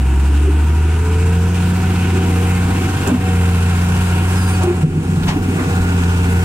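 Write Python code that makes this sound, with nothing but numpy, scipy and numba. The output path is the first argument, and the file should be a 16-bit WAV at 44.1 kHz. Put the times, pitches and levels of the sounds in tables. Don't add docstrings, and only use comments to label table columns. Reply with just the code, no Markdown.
import sys
import numpy as np
from scipy import signal
from scipy.fft import rfft, irfft, next_fast_len
from scipy.io import wavfile
from scipy.ndimage import uniform_filter1d, map_coordinates
from numba import njit

SR = 44100
rng = np.random.default_rng(int(sys.argv[2]) if len(sys.argv) > 2 else 0)


def waveform_to_disk(signal):
    frames = np.transpose(np.atleast_2d(signal))
    scaled = np.clip(frames, -1, 1) * 32767
    samples = np.round(scaled).astype(np.int16)
    wavfile.write(sys.argv[1], SR, samples)


def voltage_ratio(level):
    return 10 ** (np.asarray(level, float) / 20)


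N = 284004
T = np.arange(N) / SR


# start_s, firing_hz, exhaust_load_db, block_past_cab_db
ENGINE = [(0, 65.28, 1.5, -2.5), (0.6, 74.25, 4.5, 1), (1.05, 81.76, -0.5, -3), (1.45, 87.2, 2.5, 1),
          (1.7, 89.8, -1, -0.5), (2.4, 89.17, 1.5, 1.5), (2.95, 92.1, -1, 0), (3.08, 92.05, -2, 2),
          (3.14, 90.76, -4, 0), (3.2, 91.2, 0, 0), (3.45, 87.18, 3, 2.5), (3.9, 88.6, -0.5, 1),
          (4.4, 90.53, 1.5, 2.5), (4.62, 89.86, 0, 1), (4.7, 89.36, -1, -1.5), (4.8, 89.47, -2, -2.5),
          (4.92, 90, 0, -1.5), (5.03, 89.5, -1, 0.5), (5.1, 89.55, 2.5, 2), (5.14, 89.06, 3.5, 2.5),
          (5.2, 89.5, -0.5, 2), (5.4, 91.46, 0.5, -1), (5.52, 91.6, 2.5, 0.5), (5.6, 91.2, -4, 0),
          (6.0, 87.2, -0.5, 0), (6.44, 87.2, 0.5, 2)]


def truck(shudders):
    firing_hz, load_db, block_db = curves(ENGINE)
    firings = np.cumsum(firing_hz * (1 + 0.00408 * walk(30))) / SR
    pipe = voltage_ratio(load_db) * exhaust(firing_hz, firings)
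    heard_block = voltage_ratio(block_db) * echoes(block(firings), db=-15.5)
    return pipe + heard_block + pump(firing_hz) + rumble(firings, shudders)


# firing_hz, level_db (before the load)
NOTE = [(66, -10.5), (78, -12), (87, -14.5), (90, -16), (92, -19)]
# firing_hz, level_db (before the load)
OCTAVE = [(66, -24), (74, -30.5), (80, -30.5), (84.5, -21.5), (90, -21), (92, -27.5)]
# multiple of the four-stroke cycle, level_db (before the load)
UNEVEN = [(4, -39), (9, -36), (10, -35), (16, -39), (19, -37), (26, -39)]


def exhaust(firing_hz, firings):
    lean = .1 + .35 * T
    note = voltage_ratio(at(NOTE, firing_hz) + 0.21 * walk(25.3)) * np.cos(2 * np.pi * firings)
    octave = voltage_ratio(at(OCTAVE, firing_hz) + 1.4 * walk(12)) * np.cos(4 * np.pi * firings + lean)
    lumps = 0
    for multiple, db in UNEVEN:
        phase = 2 * np.pi * (multiple * firings / 6 + rng.random())
        lumps = lumps + voltage_ratio(db + 3.0 * walk(5.4)) * np.sin(phase)
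    return np.sqrt(2) * (note + octave + lumps)


CYLINDERS_DB = [0, -1.5, -3.5, -4.5, -4, -2]


def raps(firings):
    which = firings.astype(int)
    strength = voltage_ratio(np.array(CYLINDERS_DB)[which % 6] + 5.4 * rng.standard_normal(N // 100)[which])
    decay = 1 + 0.07 * np.exp(-(firings % 1) / 0.23)
    rap = uniform_filter1d(strength * decay, size=120)
    return rap / np.sqrt(np.mean(rap ** 2))


# (per Hz, relative)
CLATTER = [(280, -53), (480, -15.5), (585, -13), (756, -5), (852, -8.5), (940, -2.5), (1040, -9.5),
           (1230, -12), (1450, -3.5), (2000, -20.5), (2600, -32), (4400, -120)]
# (per Hz, relative)
VALVES = [(1150, -6.5), (1950, -8), (2660, -2.5), (3080, -8), (4510, -21.5), (6500, -26.5), (11000, -120)]
# (per Hz, relative)
HISS = [(2060, -60), (3500, -7.5), (6100, -7), (7900, -3), (9310, -6), (12800, -16), (15100, -14),
        (15800, -16)]
CLATTER_DB, VALVES_DB, HISS_DB = -29, -31.5, -35.5


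def block(firings):
    rap = raps(firings)
    cycles = firings / 6
    clatter = voltage_ratio(CLATTER_DB) * noise(CLATTER, flicker_db=1.0, rate=12., cycles=cycles) * rap ** 0.11
    valves = voltage_ratio(VALVES_DB) * noise(VALVES, flicker_db=1.3, rate=12., cycles=cycles) * rap ** 0.19
    hiss = voltage_ratio(HISS_DB) * noise(HISS, flicker_db=1.1, rate=11.) * rap ** 0.15
    hiss = hiss * (1 + .08 * np.cos(2 * np.pi * cycles))
    return clatter + valves + hiss


# delay_ms, drift_ms_per_s
ECHOES_MS = [(4.1, -.10), (7.3, .06), (11.9, -.15), (17.6, .12)]


def echoes(x, db):
    out = x.copy()
    for ms, drift in ECHOES_MS:
        place = np.arange(N) - (ms + drift * T) * SR / 1000
        out += voltage_ratio(db) * np.array([map_coordinates(port, [place], order=2, mode="mirror") for port in x])
    return out / np.sqrt(1 + len(ECHOES_MS) * voltage_ratio(2 * db))


# peak_s, level_db
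PUMP = [(1.2, -29), (2.4, -34.5), (3.4, -32.5), (5.7, -36), (6.402, -33)]
PUMP_DB, PUMP_SWELL_S = -44.5, 0.28


def pump(firing_hz):
    level = voltage_ratio(PUMP_DB) + sum(swell(s, db, PUMP_SWELL_S) for s, db in PUMP)
    return level * tone(5.29 * firing_hz, 2 * walk(10))


# (per Hz, relative)
RUMBLE = [(25, 1), (40, -11.5), (65, -5), (113, -3), (134, -9), (228, -5), (473, -14), (560, -30),
          (730, -56)]
# (per Hz, relative)
PANELS = [(250, -43), (290, -4), (335, -7), (385, -5), (430, -43)]
# peak_s, level_db, spread_s
DRUMMING = [(.3, -27.5, 0.49), (1.75, -27.5, 0.34), (2.3, -27.5, 0.24), (2.85, -28.5, 0.22),
            (4.4, -34, 0.35), (4.92, -21, 0.096), (5.55, -27, 0.26)]
RUMBLE_DB = -24.5
SHAKE_DB, SHAKE_S = -7, 0.17


def rumble(firings, shudders):
    pole = 1 / (SHAKE_S * SR)
    shake = voltage_ratio(2 * SHAKE_DB) * signal.lfilter([pole], [1, pole - 1], shudders ** 2)
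    level = np.sqrt(voltage_ratio(2 * RUMBLE_DB) + abs(shake))
    low = level * noise(RUMBLE, flicker_db=1.5, rate=4.9, cycles=firings / 6)
    drumming = sum(swell(*row) for row in DRUMMING)
    return low + drumming * noise(PANELS, flicker_db=3.0, rate=7.7)


# pitch_hz, width_hz
BODY = [(48, 12.06), (155, 10.5), (185, 35), (250, 16), (295, 38), (355, 15.5), (388, 23)]
# peak_s, level_db (at a perfectly matched mode), shaken_hardest_hz, swell_s
BOOMS = [(.5, -18, 388, 0.05), (0.649, -26, 295, 0.46), (2.26, -28, 375, 0.046), (3.083, -19, 395, 0.0076),
         (3.088, -13, 266, 0.0098), (3.101, -11, 178, 0.01), (3.122, -3, 269.5, 0.008),
         (3.142, -13, 256, 0.0088), (3.165, -12, 170, 0.016), (4.645, -23.5, 390, 0.017),
         (4.703, -10, 345.2, 0.047), (4.85, -3.5, 155, 0.021), (4.979, -7, 153, 0.04),
         (5.1, -4.5, 155, 0.0047), (5.145, -15, 174, 0.014), (5.18, -9, 154.8, 0.0055),
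         (5.265, -10, 170.8, .025), (5.26, -15.5, 48, .034), (5.31, -11, 164, 0.02),
         (5.368, -8.5, 275, 0.013), (5.49, -10.5, 260, 0.017), (5.555, -15, 160.2, 0.0082),
         (5.62, -13, 267, 0.019), (5.68, -18, 159, 0.017), (5.78, -17, 176.3, 0.015),
         (5.81, -19.5, 48.02, 0.014)]


def booms():
    out = np.zeros(N)
    for mode_hz, width in BODY:
        swing = np.zeros(N)
        for s, db, hz, swell_s in BOOMS:
            i = slice(max(int((s - 3 * swell_s) * SR), 0), int((s + .3) * SR))
            t = T[i] - s
            near = np.exp(-(np.log(mode_hz / hz) / 0.089) ** 2)
            shape = np.where(t < 0, np.exp(-(t / swell_s) ** 2), np.exp(-np.pi * width * t))
            swing[i] += voltage_ratio(db) * near * shape
        out += swing * tone(mode_hz * (1 + 0.015 * walk(40)), 2.5 * walk(70))
    return out


# peak_s, level_db, centre_hz, width_hz, decay_s
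KNOCKS = [(3.075, -22.5, 7950, 5600, .004), (3.084, -30, 7400, 900, 0.02), (3.085, -21.5, 560.2, 750, .06),
          (4.636, -30, 7800, 5000, .012), (4.65, -24.5, 608.3, 775, 0.091), (5.236, -28, 3300, 2500, .012),
          (5.272, -33, 8000, 9000, .04), (5.292, -21.5, 4500, 4320, 0.021),
          (5.292, -18.5, 2230, 1700, 0.036), (5.298, -20, 895, 454, 0.064), (5.6, -25, 1200, 1300, .04)]


def knocks():
    out = np.zeros((2, N))
    t = np.arange(-SR // 20, SR // 5) / SR
    for s, db, hz, width, decay in KNOCKS:
        rise = 0.47 * decay
        edges = [max(hz - width / 2, 200), min(hz + width / 2, 15000)]
        band = signal.butter(2, edges, "bandpass", fs=SR, output="sos")
        chatter = rng.standard_normal((3, len(t))) * voltage_ratio(2.7 * rng.standard_normal(len(t)))
        burst = signal.sosfilt(band, chatter[0] + 1.0 * chatter[1:])
        shape = np.where(t < 0, np.exp(-(t / rise) ** 2), np.exp(-t / decay))
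        i = int(s * SR) - SR // 20
        out[:, i:i + len(t)] += voltage_ratio(db) * burst / burst.std() * shape
    return out


# start_s, pitch_hz
SQUEAL = [(4.36, 5110), (4.405, 5040), (4.416, 4880), (4.44, 4800), (4.46, 4810), (4.515, 4760),
          (4.53, 4660), (4.56, 4570), (4.6, 4480)]
# partial, peak_s, level_db, spread_s
SQUEAL_SWELLS = [(1, 4.385, -38, .022), (1, 4.42, -37, .016), (1, 4.472, -43, .03), (1, 4.545, -39, .022),
                 (2, 4.385, -44, .025), (2, 4.43, -41, .025), (2, 4.485, -40, .025), (2, 4.53, -36, .032),
                 (3, 4.49, -54, .05)]


def squeal():
    hz = curves(SQUEAL)[0] * (1 + 0.0022 * walk(90))
    return sum(swell(s, db, spread) * tone(k * hz, 1.5 * walk(40)) for k, s, db, spread in SQUEAL_SWELLS)


# start_s, pitch_hz, level_db
TURBO = [(0, 9200, -57), (.6, 9700, -56), (1.5, 11600, -59.5), (2.75, 11700, -59.5), (3.25, 10900, -64),
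         (4.1, 12250, -58.5), (5, 11700, -62), (6.44, 12450, -61)]


def turbo():
    hz, db = curves(TURBO)
    return tone(hz * (1 + .008 * walk(60)), db + 3.5 * walk(14))


# pitch_hz, level_db
LOADER_EXHAUST = [(108.5, -34), (144.5, -33)]
LOADER_DB, LOADER_IDLE_DB = -39, -49
PUSH_FROM_S, PUSH_TO_S, PUSH_RAMP_S = 1.328, 5.915, 0.15


def loader():
    pushing = np.clip(np.minimum(T - PUSH_FROM_S, PUSH_TO_S - T) / PUSH_RAMP_S + .5, 0, 1)
    hum_db = LOADER_IDLE_DB + (LOADER_DB - LOADER_IDLE_DB) * pushing
    hum = tone(748 * (1 + .003 * walk(18)), hum_db + 3.5 * walk(12))
    drone = sum(tone(hz * (1 + 0.00422 * walk(2.5)), db + 1.0 * walk(5.1)) for hz, db in LOADER_EXHAUST)
    return hum * voltage_ratio([[2.5], [-2.5]]) + drone


# pitch_hz, share
ALIKE = [(300, 1), (690, 0.39), (950, 1), (1250, 0.47), (2600, 0.71), (4000, 0.095), (12000, 0.2)]
# pitch_hz, left_minus_right_db
BALANCE_DB = [(340, -1), (520, -6.5), (700, 11), (870, 3), (1100, 1), (1500, -2), (2500, 0), (7200, -2.5),
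              (10300, 4.5), (13000, -1)]
# pitch_hz, turn_radians
TURN = [(300, 0.03), (900, 0.067), (1200, 0.5), (1500, 0.53), (2400, 0.026)]
# pitch_hz, share
REPEATS = [(150, 0), (250, .5), (1100, .6), (1600, .5), (2400, .2), (3200, 0)]
PATTERN_DRIFT = .07


def noise(colour, flicker_db, rate, cycles=None):
    size = next_fast_len(N)
    hz = np.arange(size // 2 + 1) * SR / size
    white = rfft(rng.standard_normal((3, size)))
    if cycles is not None:
        steps = 2048
        place = cycles % 1 * steps
        patterns = rng.standard_normal((6, steps))
        played = [np.interp(place, np.arange(steps), row, period=steps) for row in patterns]
        old, new = np.reshape(played, (2, 3, N))
        again = np.cos(PATTERN_DRIFT * cycles) * old + np.sin(PATTERN_DRIFT * cycles) * new
        repeated = at(REPEATS, hz)
        white = np.sqrt(1 - repeated) * white + np.sqrt(repeated) * rfft(again, size)
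    common, left, right = white
    share = np.clip(at(ALIKE, hz), 0, 1)
    pair = np.sqrt(share) * common + np.sqrt(1 - share) * np.array([left, right])
    tilt = voltage_ratio(at(BALANCE_DB, hz) / 2) * np.exp(-.5j * at(TURN, hz))
    inside = (hz > colour[0][0]) * (hz < colour[-1][0])
    pair = pair * voltage_ratio(at(colour, hz)) * np.array([tilt, 1 / tilt]) * inside
    half_octave = 2 * np.log2(np.maximum(hz, 1))
    lowest, highest = int(2 * np.log2(colour[0][0])), int(2 * np.log2(colour[-1][0]))
    out = 0
    for k in range(lowest, highest + 2):
        band = irfft(pair * np.clip(1 - abs(half_octave - k), 0, 1), size)[:, :N]
        out = out + band * voltage_ratio(flicker_db * walk(rate))
    return out / np.sqrt(np.mean(out ** 2))


def tone(hz, db):
    return np.sqrt(2) * voltage_ratio(db) * np.sin(2 * np.pi * (np.cumsum(hz) / SR + rng.random()))


def swell(s, db, spread):
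    return voltage_ratio(db) * np.exp(-((T - s) / spread) ** 2)


def walk(rate):
    k = int(SR / rate)
    held = np.repeat(rng.standard_normal(N // k + 1), k)
    return 1.302 * uniform_filter1d(uniform_filter1d(held, k), k)[:N]


def curves(table):
    s, *columns = np.transpose(table)
    return [np.interp(T, s, c) for c in columns]


def at(table, hz):
    f, v = np.transpose(table)
    return np.interp(np.log(np.maximum(hz, 1)), np.log(np.maximum(f, 1)), v)


@njit
def follow(x, attack, release):
    e, out = x[:2000].max(), np.empty(len(x))
    for i in range(len(x)):
        e += (x[i] - e) * (attack if x[i] > e else release)
        out[i] = e
    return out


LAG_MS_PER_S = 0.025


def scene():
    shudders = booms()
    near = truck(shudders) + shudders + knocks()
    late = np.arange(N) - LAG_MS_PER_S * T * SR / 1000
    left = map_coordinates(near[0], [late], order=3, mode="nearest")
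    return np.array([left, near[1]]) + turbo() + squeal() + loader()


LIMIT_DB, RATIO, ATTACK_S, RELEASE_S = -7.5, 8.4, 0.00049, 0.31


def roll_off(x):
    return signal.sosfilt(signal.butter(12, 15900, fs=SR, output="sos"), x)


def record(dry):
    peak = follow(abs(dry).max(axis=0), 1 / (ATTACK_S * SR), 1 / (RELEASE_S * SR))
    held = dry * np.minimum(voltage_ratio(LIMIT_DB) / peak, 1) ** (1 - 1 / RATIO)
    mix = np.tanh(1.385 * held) / 1.185
    return roll_off(mix)


dry = scene()
out = record(dry)
waveform_to_disk(out)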